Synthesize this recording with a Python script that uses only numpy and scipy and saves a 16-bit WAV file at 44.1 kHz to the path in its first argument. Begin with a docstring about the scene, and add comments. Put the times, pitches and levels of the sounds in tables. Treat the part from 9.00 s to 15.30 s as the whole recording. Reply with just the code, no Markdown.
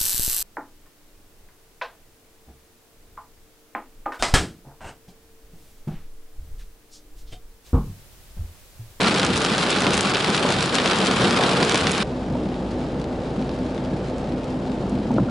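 """Rain on a parked car

Inside a parked car, engine idling and fan on. A downpour drums on the roof (filtered noise) and cracks on the
windshield (dispersed clicks) while wipers knock; after three seconds the scene changes to light rain. Engine
and fan hum as sums of sines, 8.5 dB lower during the downpour. Dull thumps (noise knocks with decaying sine
booms) sound throughout and crowd together near the end, with a tiny squeak."""
import sys
import numpy as np
from scipy import signal
from scipy.fft import irfft
from scipy.io import wavfile

SR = 44100
rng = np.random.default_rng(int(sys.argv[2]) if len(sys.argv) > 2 else 0)


def unload_audio(sound):
    """Save the sound as a 16-bit wav file, at the path given as the first command line argument."""
    columns = np.transpose(np.atleast_2d(sound))
    # keep every value between -1 and 1, then stretch to whole-number steps
    steps = np.round(np.clip(columns, -1, 1) * 32767)
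    wavfile.write(sys.argv[1], SR, steps.astype(np.int16))


N = 277830
TIME = np.arange(N) / SR
HZ = np.fft.rfftfreq(8192, 1 / SR) + 1  # offset avoids log(0)
CHANGE_S = 3.031  # the scene changes from downpour to light rain
FAN_HZ = 62.45

# dull thumps in the cabin: start_s, boom_peak_db, pitch_hz, knock_edge_hz, knock_peak_db
THUMPS = [(.066, -23, 223, 1400, -20), (0.287, -16.5, 180, 400, -31), (0.513, -17, 201, 400, -27),
          (0.863, -28, 246, 1490, -15), (.945, -26, 200, 400, -33), (1.066, -24, 205, 400, -33),
          (1.295, -20, 205, 1500, -20), (1.448, -31, 287, 1000, -10), (1.96, -26, 203, 500, -23),
          (2.163, -21, 207, 500, -29), (2.256, -14.5, 208, 500, -22), (2.392, -24, 220, 910, -12),
          (2.48, -26, 231, 597, -26), (2.62, -20, 185, 900, -15), (2.89, -18, 192, 400, -32),
          (3.0, -21, 200, 400, -33), (3.296, -21.5, 202, 497, -24), (3.321, -19, 134, 400, -28),
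          (3.351, -24.5, 280, 900, -17), (3.455, -18.5, 198, 400, -31), (4.38, -22, 204, 400, -36),
          (4.934, -24, 124, 400, -27), (4.955, -31, 209, 400, -30), (5.335, -32, 189, 400, -28),
          (5.701, -28, 200, 398, -31), (5.920, -16.5, 205, 400, -28), (5.944, -31, 232, 890, -23.5),
          (5.987, -20.5, 218, 400, -33), (6.054, -23, 224, 900, -31), (6.104, -18, 231, 910, -15.5),
          (6.14, -14.5, 216, 600, -30), (6.161, -15.5, 142, 800, -16), (6.174, -22, 260, 1000, -21),
          (6.181, -17.5, 326, 1550, -9), (6.19, -22, 280, 1400, -22), (6.196, -26, 262, 1600, -22),
          (6.204, -13, 194, 700, -27), (6.219, -18, 130, 400, -29), (6.268, -23, 232, 400, -33)]


def amp(db):
    """Decibels to gain."""
    return 10 ** (np.asarray(db) / 20)


def evened(x):
    """Scales to rms 1."""
    return x / np.sqrt(np.mean(x ** 2) + 1e-20)


def read(points):
    """Spectrum table interpolated over log frequency onto the grid."""
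    f, value = np.transpose(points)
    return np.interp(np.log(HZ), np.log(f), value)


def add(mix, s, sound):
    """Mixes a sound in at time s."""
    part = mix[..., max(round(s * SR), 0):][..., :sound.shape[-1]]
    part += sound[..., :part.shape[-1]]


def colour(x, gain):
    """Causal minimum-phase filter with the given gain on the frequency grid."""
    log_gain = np.log(np.maximum(gain / gain.max(), 1e-5))
    circle = np.concatenate([log_gain, log_gain[-2:0:-1]])
    spectrum = np.exp(np.conj(signal.hilbert(circle)))
    taps = np.fft.ifft(spectrum).real[:len(HZ)]
    return gain.max() * signal.oaconvolve(x, taps)[:len(x)]


def below(edge_hz, order):
    """Gain of a low-pass."""
    return 1 / np.sqrt(1 + (HZ / edge_hz) ** (2 * order))


def above(edge_hz, order):
    """Gain of a high-pass."""
    return 1 / np.sqrt(1 + (edge_hz / HZ) ** (2 * order))


def drift(per_s):
    """Random wander: unit-variance knots joined by straight lines."""
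    knots = rng.standard_normal(N // 64)
    return np.interp(TIME * per_s, np.arange(len(knots)), knots)


def lifts(resonances):
    """Resonances as dB on the frequency grid."""
    return sum(db / (1 + (2 * (HZ - hz) / width) ** 2) for hz, width, db in resonances)


def body(points):
    """Gain of the car body: a broad colour with its resonances."""
    # cabin air, roof and glass: pitch_hz, width_hz, lift_db
    resonances = [(135, 22, 5), (191, 17, 5.5), (392, 24, -0.5), (493, 146, 2), (677, 45, -1.5),
                  (2007, 47, 2.5), (1410, 240, -0.5), (2040, 400, -3), (4070, 3800, 1), (6120, 1400, -4.5)]
    return amp(read(points) + lifts(resonances))


def in_cabin(hit, place, wet_db, t60_s):
    """Mid and side of a hit with the dense short reflections of its spot."""
    t = np.arange(SR // 24) / SR
    tails = rng.standard_normal((2, len(t))) * amp(-60 * t / t60_s) * (t > .0008)
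    paths = amp(wet_db) * tails / np.linalg.norm(tails[0])
    paths[:, 0] = 1, place  # direct sound
    return signal.fftconvolve(hit[None], paths, axes=1)


def impact(bright_db, travel_s, splash_db):
    """One drop: a click whose treble outruns its bass as a bending wave, then a brief splash."""
    tilt = amp(bright_db * above(5640, order=3) ** 2)
    phase = 4 * np.pi * travel_s * np.sqrt(1000 * HZ)  # travel_s is the delay at 1 kHz
    click = np.roll(irfft(tilt * np.exp(-1j * phase)), 32)[:1024]
    t = np.arange(len(click)) / SR
    splash = rng.standard_normal(len(t)) * np.exp(-t / 0.0028)
    splash /= np.linalg.norm(splash)
    return click + amp(splash_db) * signal.fftconvolve(click, splash)[:len(t)]


def patter(per_s, spread_db, largest_db, wet_db, count=90):
    """Random drops, many small and few large, on many spots of the glass; gives mid and side."""
    spots = []
    for k in range(count):
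        hit = impact(2.7 * np.sin(k), 0.001789 * rng.random(), -3.5)
        spots.append(in_cabin(hit, 1.68 * rng.uniform(-0.91, 1), wet_db, 0.042))
    size_db = np.minimum(spread_db * rng.exponential(1, N), largest_db)
    size = amp(size_db) * rng.choice([-1, 1], N)
    spot = rng.integers(0, count, N)
    out = np.zeros((2, N))
    for n in np.flatnonzero(rng.random(N) < per_s / SR):
        add(out, n / SR, size[n] * spots[spot[n]])
    return out


def panel(drops, gain, level_db):
    """Drops heard through a panel; level_db sets the mid rms and may vary in time."""
    mid, side = (colour(x, gain) for x in drops)
    return np.array([mid, side]) / mid.std() * amp(level_db)


def spread(rain, width, width_db):
    """Sets how wide the rain is at each frequency by filtering the side."""
    return np.array([rain[0], colour(rain[1], amp(read(width) + width_db))])


def hum(hz, orders, waver, flutter_db):
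    """Orders of a turning shaft, each a sine, wavering together in rate and singly in level."""
    turns = np.cumsum(hz * (1 + waver * drift(3.116))) / SR
    out = np.zeros(N)
    for multiple, db in orders:
        level = amp(db + flutter_db * drift(8.4))
        out += level * np.sin(2 * np.pi * (multiple * turns + rng.random()))
    return np.sqrt(2) * out


def engine():
    """Idling engine: orders of the crank rate."""
    # crank orders: multiple, level_db
    orders = [(1, -51.5), (1.6, -56.5), (2, -38.5), (4, -48.5), (5, -42.5)]
    return hum(28.35, orders, waver=.002, flutter_db=.5)


def fan():
    """Overtones of the turning fan."""
    # fan overtones: multiple, level_db
    orders = [(5, -42.5), (8, -47), (14.23, -50.5)]
    return hum(FAN_HZ, orders, waver=.002, flutter_db=1.6)


def drone():
    """Main fan tone; a second, just above it, beats with it unevenly about five times a second."""
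    # moments when both tones fall in step and the hum swells: time_s, second_tone_db
    beats = [(3.15, -39), (3.33, -33.5), (3.56, -42), (3.81, -37.5), (3.98, -46), (4.11, -37), (4.28, -42),
             (4.42, -34), (4.62, -36), (4.88, -36), (5.11, -40), (5.34, -33), (5.54, -33), (5.72, -33.5),
             (5.94, -39), (6.13, -44), (6.32, -40)]
    drone_db, fan_multiple = -36.5, 4
    s, db = np.transpose(beats)
    turns = fan_multiple * FAN_HZ * TIME
    lead = np.interp(TIME, s, np.arange(len(s)))  # gains one turn per beat
    fade_in = np.clip((TIME - CHANGE_S) / (s[0] - CHANGE_S), 0, 1)
    first = amp(drone_db) * np.sin(2 * np.pi * turns)
    second = amp(np.interp(TIME, s, db)) * fade_in * np.sin(2 * np.pi * (turns + lead))
    return np.sqrt(2) * (first + second)


def rumble():
    """Low cabin noise rises into each thump and sinks after it."""
    level_db, rise_s, fall_s = -12.5, 0.028, 0.041  # level against the boom peak
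    swells = []
    for s, boom_db, *_ in THUMPS:
        distance = np.maximum((s - TIME) / rise_s, (TIME - s) / fall_s)
        swells.append(amp(boom_db) * np.exp(-distance))
    band = above(100, order=4) * below(284, order=4)
    noise = evened(colour(rng.standard_normal(N), band))
    return amp(level_db) * np.linalg.norm(swells, axis=0) * noise


def squeak():
    """A tiny falling squeak: one gliding sine."""
    # squeak path: time_s, level_db, pitch_hz
    path = [(6.283, -55, 1450), (6.287, -30, 1400), (6.3, -44, 1330)]
    s, db, hz = np.transpose(path)
    turns = np.cumsum(np.interp(TIME, s, hz)) / SR
    return amp(np.interp(TIME, s, db)) * (TIME > s[0]) * np.sin(2 * np.pi * turns)


def thumps():
    """A ragged, rattling knock sets the cabin air booming."""
    # resonances of the knocked panel: pitch_hz, width_hz, lift_db
    resonances = [(340, 130, 2.5), (580, 120, 4.5), (790, 120, -6), (945, 240, 4), (1310, 130, -1),
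                  (1480, 130, -4)]
    blow_s, rattle, rattle_s = 0.0013, 0.14, 0.0085
    boom_rise_s, boom_t60_s = 0.0041, 0.087
    out, t = np.zeros(N), np.arange(SR // 3) / SR
    force = t / blow_s * np.exp(1 - t / blow_s) + rattle * np.exp(-t / rattle_s)
    swell = amp(-60 * t / boom_t60_s) * (1 - np.exp(-t / boom_rise_s))
    panel_gain = amp(lifts(resonances)) * below(850, order=1) * above(200, order=2)
    for s, boom_db, hz, edge_hz, knock_db in THUMPS:
        boom = np.sin(2 * np.pi * hz * t) * swell
        knock = colour(force * rng.standard_normal(len(t)), panel_gain * below(edge_hz, order=14))
        boom *= amp(boom_db) / abs(boom).max()
        knock *= amp(knock_db) / abs(knock).max()
        add(out, s, boom + knock)
    return out


def wipers():
    """Each reversal of the arms is a soft low knock through the bulkhead, at a steady beat."""
    first_s, stroke_s, knock_s, level_db = 0.324, .635, 0.066, -28.5
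    reversals_s = np.arange(first_s, CHANGE_S, stroke_s)
    strength = sum(np.exp(-((TIME - s) / knock_s) ** 2) for s in reversals_s)
    knock = colour(rng.standard_normal(N), above(84, order=4) * below(170, order=4))
    return amp(level_db) * strength * evened(knock)


def plinks():
    """A few drops ring for a moment at one pitch."""
    # ringing drops: start_s, peak_db, pitch_hz
    rings = [(.06, -27, 4750), (.0745, -17.5, 4200), (.726, -22, 3720)]
    peak_s = 0.0022  # time to the envelope peak
    out, t = np.zeros(N), np.arange(SR // 25) / SR
    envelope = t / peak_s * np.exp(1 - t / peak_s)
    for s, db, hz in rings:
        add(out, s, amp(db) * envelope * np.sin(2 * np.pi * hz * t))
    return out


def drizzle():
    """Light rain: a soft wash from the roof and small ticks on the glass."""
    # light rain through the car body: pitch_hz, relative_db
    rain_colour = [(24, -31.5), (45, -24.5), (85, -10.5), (120, -14.5), (190, -10.5), (270, -10.5),
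                   (350, -10), (420, -14), (600, -15), (790, -18.5), (960, -25.5), (2000, -33.5),
                   (3800, -36), (6000, -40.5), (10400, -55)]
    wash_db, ticks_db, ticks_wander_db = -27.5, -46.5, 0.7
    gain = body(rain_colour)
    roof = panel(rng.standard_normal((2, N)), gain * below(1650, order=2), wash_db)
    ticks = patter(3000, spread_db=2.9, largest_db=18, wet_db=-2.0)
    glass = panel(ticks, gain * above(1350, order=3), ticks_db + ticks_wander_db * drift(4.9))
    return roof + glass


def large_drops():
    """Fat drops crack on the glass close by and scatter a little spray."""
    # largest windshield drops: time_s, relative_db, treble_lift_db
    drops = [(0.0458, -8, -12), (0.0625, -12.0, -6.5), (0.078, -16, -16), (0.1433, -15.5, 2),
             (0.184, -15, 2), (0.1973, -10, 3), (0.2313, -10, -1.5), (0.2492, -12, 5), (0.265, -14, 5),
             (0.3604, -19, 6), (0.368, -19.5, 7.0), (0.3767, -15, 11), (0.419, -22, 13), (0.449, -7.5, -1),
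             (0.581, -8.5, -2), (0.6294, -13, -3), (0.7055, -17.5, 12.5), (0.7287, -17, -10.5),
             (0.7643, -16, -5), (0.785, -9.5, -14.5), (0.8064, -22.5, 15), (0.8207, -15, 4),
             (0.867, -7.5, -7.5), (0.907, -14.5, 4.0), (0.9346, -11.5, 5), (0.9422, -11, 5),
             (0.9502, -20, 8), (0.9704, -21, 14), (0.978, -15, 12.5), (1.0088, -15, 13), (1.0294, -20, 11),
             (1.0976, -19, 6), (1.1047, -17.5, 2), (1.1474, -9, -8.0), (1.155, -10, -18), (1.169, -13, -6),
             (1.205, -17, -8), (1.2452, -13, -2.5), (1.3027, -15, 3), (1.3462, -7.5, -10.5),
             (1.3514, -12.5, 0), (1.366, -22.5, 15.0), (1.378, -11, -6.5), (1.456, -24, 4),
             (1.4896, -11, -6), (1.5044, -13.5, 3), (1.5244, -17.5, 9.5), (1.6075, -13, 2),
             (1.6273, -16, 11), (1.6596, -23.5, 14), (1.745, -20, 12), (1.7537, -11, 7), (1.784, -8, -16.5),
             (1.8, -10, -10), (1.8594, -9, -2), (1.8763, -15.5, 2), (1.912, -10, -6.5),
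             (1.9328, -13.0, -7.5), (1.959, -26, 11), (1.9875, -18, 7), (2.0497, -22.0, 9.0),
             (2.0598, -13.0, -1), (2.07, -12.5, 6), (2.1131, -13, 4), (2.242, -27, 12.5), (2.25, -15, -16),
             (2.3088, -9.5, -2), (2.3295, -17, 1), (2.3717, -10, -13), (2.436, -8, -13),
             (2.492, -14, -10.5), (2.5144, -14, -7.5), (2.5332, -15, -3), (2.6285, -7.5, -4.5),
             (2.6492, -21, 9), (2.6957, -11, 4), (2.712, -13.0, -8), (2.722, -15, 8), (2.7451, -8.0, 0.5),
             (2.757, -8, -1), (2.7736, -12, -4), (2.7774, -21, 14), (2.812, -15, 2), (2.8697, -5, -7.5),
             (2.91, -26, 17), (2.917, -24, 20.5), (2.9804, -14, -0.5), (3.542, -29, -13), (3.7155, -37, 3),
             (3.9988, -37, 3), (4.0162, -30, -1.5), (4.0424, -30.0, -2.5), (4.1267, -37, -2),
             (4.3929, -31, -15), (4.424, -27.5, -12.5), (4.4928, -25.5, -9.5), (4.7472, -33, 0),
             (4.7784, -25.5, -14), (4.8498, -31, -1), (4.858, -30, -14.5), (5.0995, -35, 1),
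             (5.183, -37, 9), (5.3212, -31, -6.5), (5.4334, -31, -9), (5.4436, -33, 3), (5.5037, -34, 0),
             (5.7184, -33, -6), (5.8964, -41, 16), (6.1161, -32, -2.5), (6.141, -42, 12)]
    near_travel_s, travel_s_per_db = .0006, .0001  # duller drops land farther off, more smeared
    out = np.zeros((2, N))
    for s, db, bright_db in drops:
        travel_s = near_travel_s + travel_s_per_db * np.maximum(-bright_db, 0)
        hit = impact(bright_db, travel_s, -5.0)
        add(out, s - .001, amp(db) * in_cabin(hit, rng.uniform(-1.1, 1.2), -6.5, 0.05))
    # glass colour: pitch_hz, gain_db
    glass = amp(read([(150, -4), (500, 12.5), (1300, 17.0), (2000, 18), (3800, 18.5), (6000, 12.5),
                      (10000, 2.0)]))
    return np.array([colour(x, glass) for x in out])


def gust_db(s):
    """Strength of the downpour at time s, driven by gusts."""
    # gusts: time_s, strength_db
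    gusts = [(0.0, -21), (0.15, -23.5), (0.38, -24), (0.6, -23), (0.8, -23), (0.95, -22.5), (1.02, -24.5),
             (1.21, -24.5), (1.48, -23.5), (1.58, -24.5), (1.7, -25), (1.76, -22.5), (1.82, -23.5),
             (1.87, -22.5), (2.2, -24), (2.46, -23), (2.72, -23.5), (2.8, -25), (3.02, -23)]
    return np.interp(s, *np.transpose(gusts))


def downpour():
    """The lined roof blurs countless drops to a drumming; the bare glass passes each crack."""
    # heavy rain through the car body: pitch_hz, relative_db
    rain_colour = [(24, -41), (40, -36), (86, -15), (190, -5), (251, -4.5), (310, -5), (391, -5.5),
                   (638, -10.5), (768, -9), (969, -12), (1370, -9.5), (1820, -12.5), (3820, -14),
                   (4900, -17.5), (10400, -31.5), (13500, -87), (22000, -120)]
    # sheets of water on the roof: centre_s, half_length_s, lift_db
    surges = [(0.05, 0.062, 1.5), (0.238, 0.016, 4), (.76, 0.018, -0.5), (0.869, 0.034, 3.5),
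              (1.062, 0.024, 1), (1.144, 0.016, 3.5), (1.297, .025, 3), (1.402, .012, 4),
              (1.454, 0.022, 1.5), (1.497, 0.017, 5), (1.74, 0.013, 3), (1.858, 0.012, 3.5),
              (1.935, 0.017, 2), (2.029, 0.017, 4.5), (2.1, 0.031, 4), (2.234, 0.069, 4.5), (2.41, 0.09, 4),
              (2.594, 0.072, 4), (2.749, .010, 7), (2.84, 0.044, 3)]
    roof_db, glass_db = -0.45, -2.5  # against the gust strength
    flurry_db, flurries_per_s = 0.83, 45
    gain, strength_db = body(rain_colour), gust_db(TIME)
    surge_db = sum(db * np.exp(-((TIME - s) / half_s) ** 2) for s, half_s, db in surges)
    drumming = rng.standard_normal((2, N))
    roof = panel(drumming, gain * below(1300, order=3), strength_db + roof_db + surge_db)
    cracks = patter(1600, spread_db=3.7, largest_db=14.3, wet_db=-3.5)
    cracks_db = strength_db + glass_db + flurry_db * drift(flurries_per_s)
    glass = panel(cracks, gain * above(1020, order=2), cracks_db)
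    return roof + glass


def scene():
    """Downpour, then light rain; hum and thumps sit in the middle, the rain spreads out."""
    # side gain of downpour and large drops, before trim: pitch_hz, side_db
    heavy_width = [(60, -15), (90, -10), (130, -19), (200, -21.5), (300, -20.5), (450, -16), (670, -11),
                   (1000, -10), (1490, -8.5), (2230, -4.5), (3340, -8.5), (4990, -11), (7450, -8),
                   (11100, -4)]
    # side gain of light rain, before trim: pitch_hz, side_db
    light_width = [(60, -22), (90, -17), (130, -22.5), (200, -24.5), (300, -25), (450, -22), (670, -15),
                   (1000, -9), (1490, -7.5), (2230, -5), (3340, -8.5), (4990, -11.5), (7450, -8),
                   (11100, -3)]
    late = np.clip((TIME - CHANGE_S) / 0.0066 + .5, 0, 1)  # 6.6 ms crossfade
    heavy = spread((1 - late) * downpour() + large_drops(), heavy_width, 0.3)
    light = spread(late * drizzle(), light_width, 0.6)
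    mid, side = heavy + light
    running = (engine() + fan() + drone()) * (late + amp(-8.5) * (1 - late))
    mid = mid + running + wipers() + thumps() + rumble() + plinks() + squeak()
    return np.array([mid + side, mid - side]) * amp([[.1], [-.1]])  # left/right trim in dB


def record(dry):
    """Steep linear-phase low-pass limits the band."""
    edge_hz = 10600
    steep = signal.firwin(701, edge_hz, window=("kaiser", 8), fs=SR)
    return signal.oaconvolve(dry, steep[None], "same", axes=1)


dry = scene()
out = record(dry)
unload_audio(out)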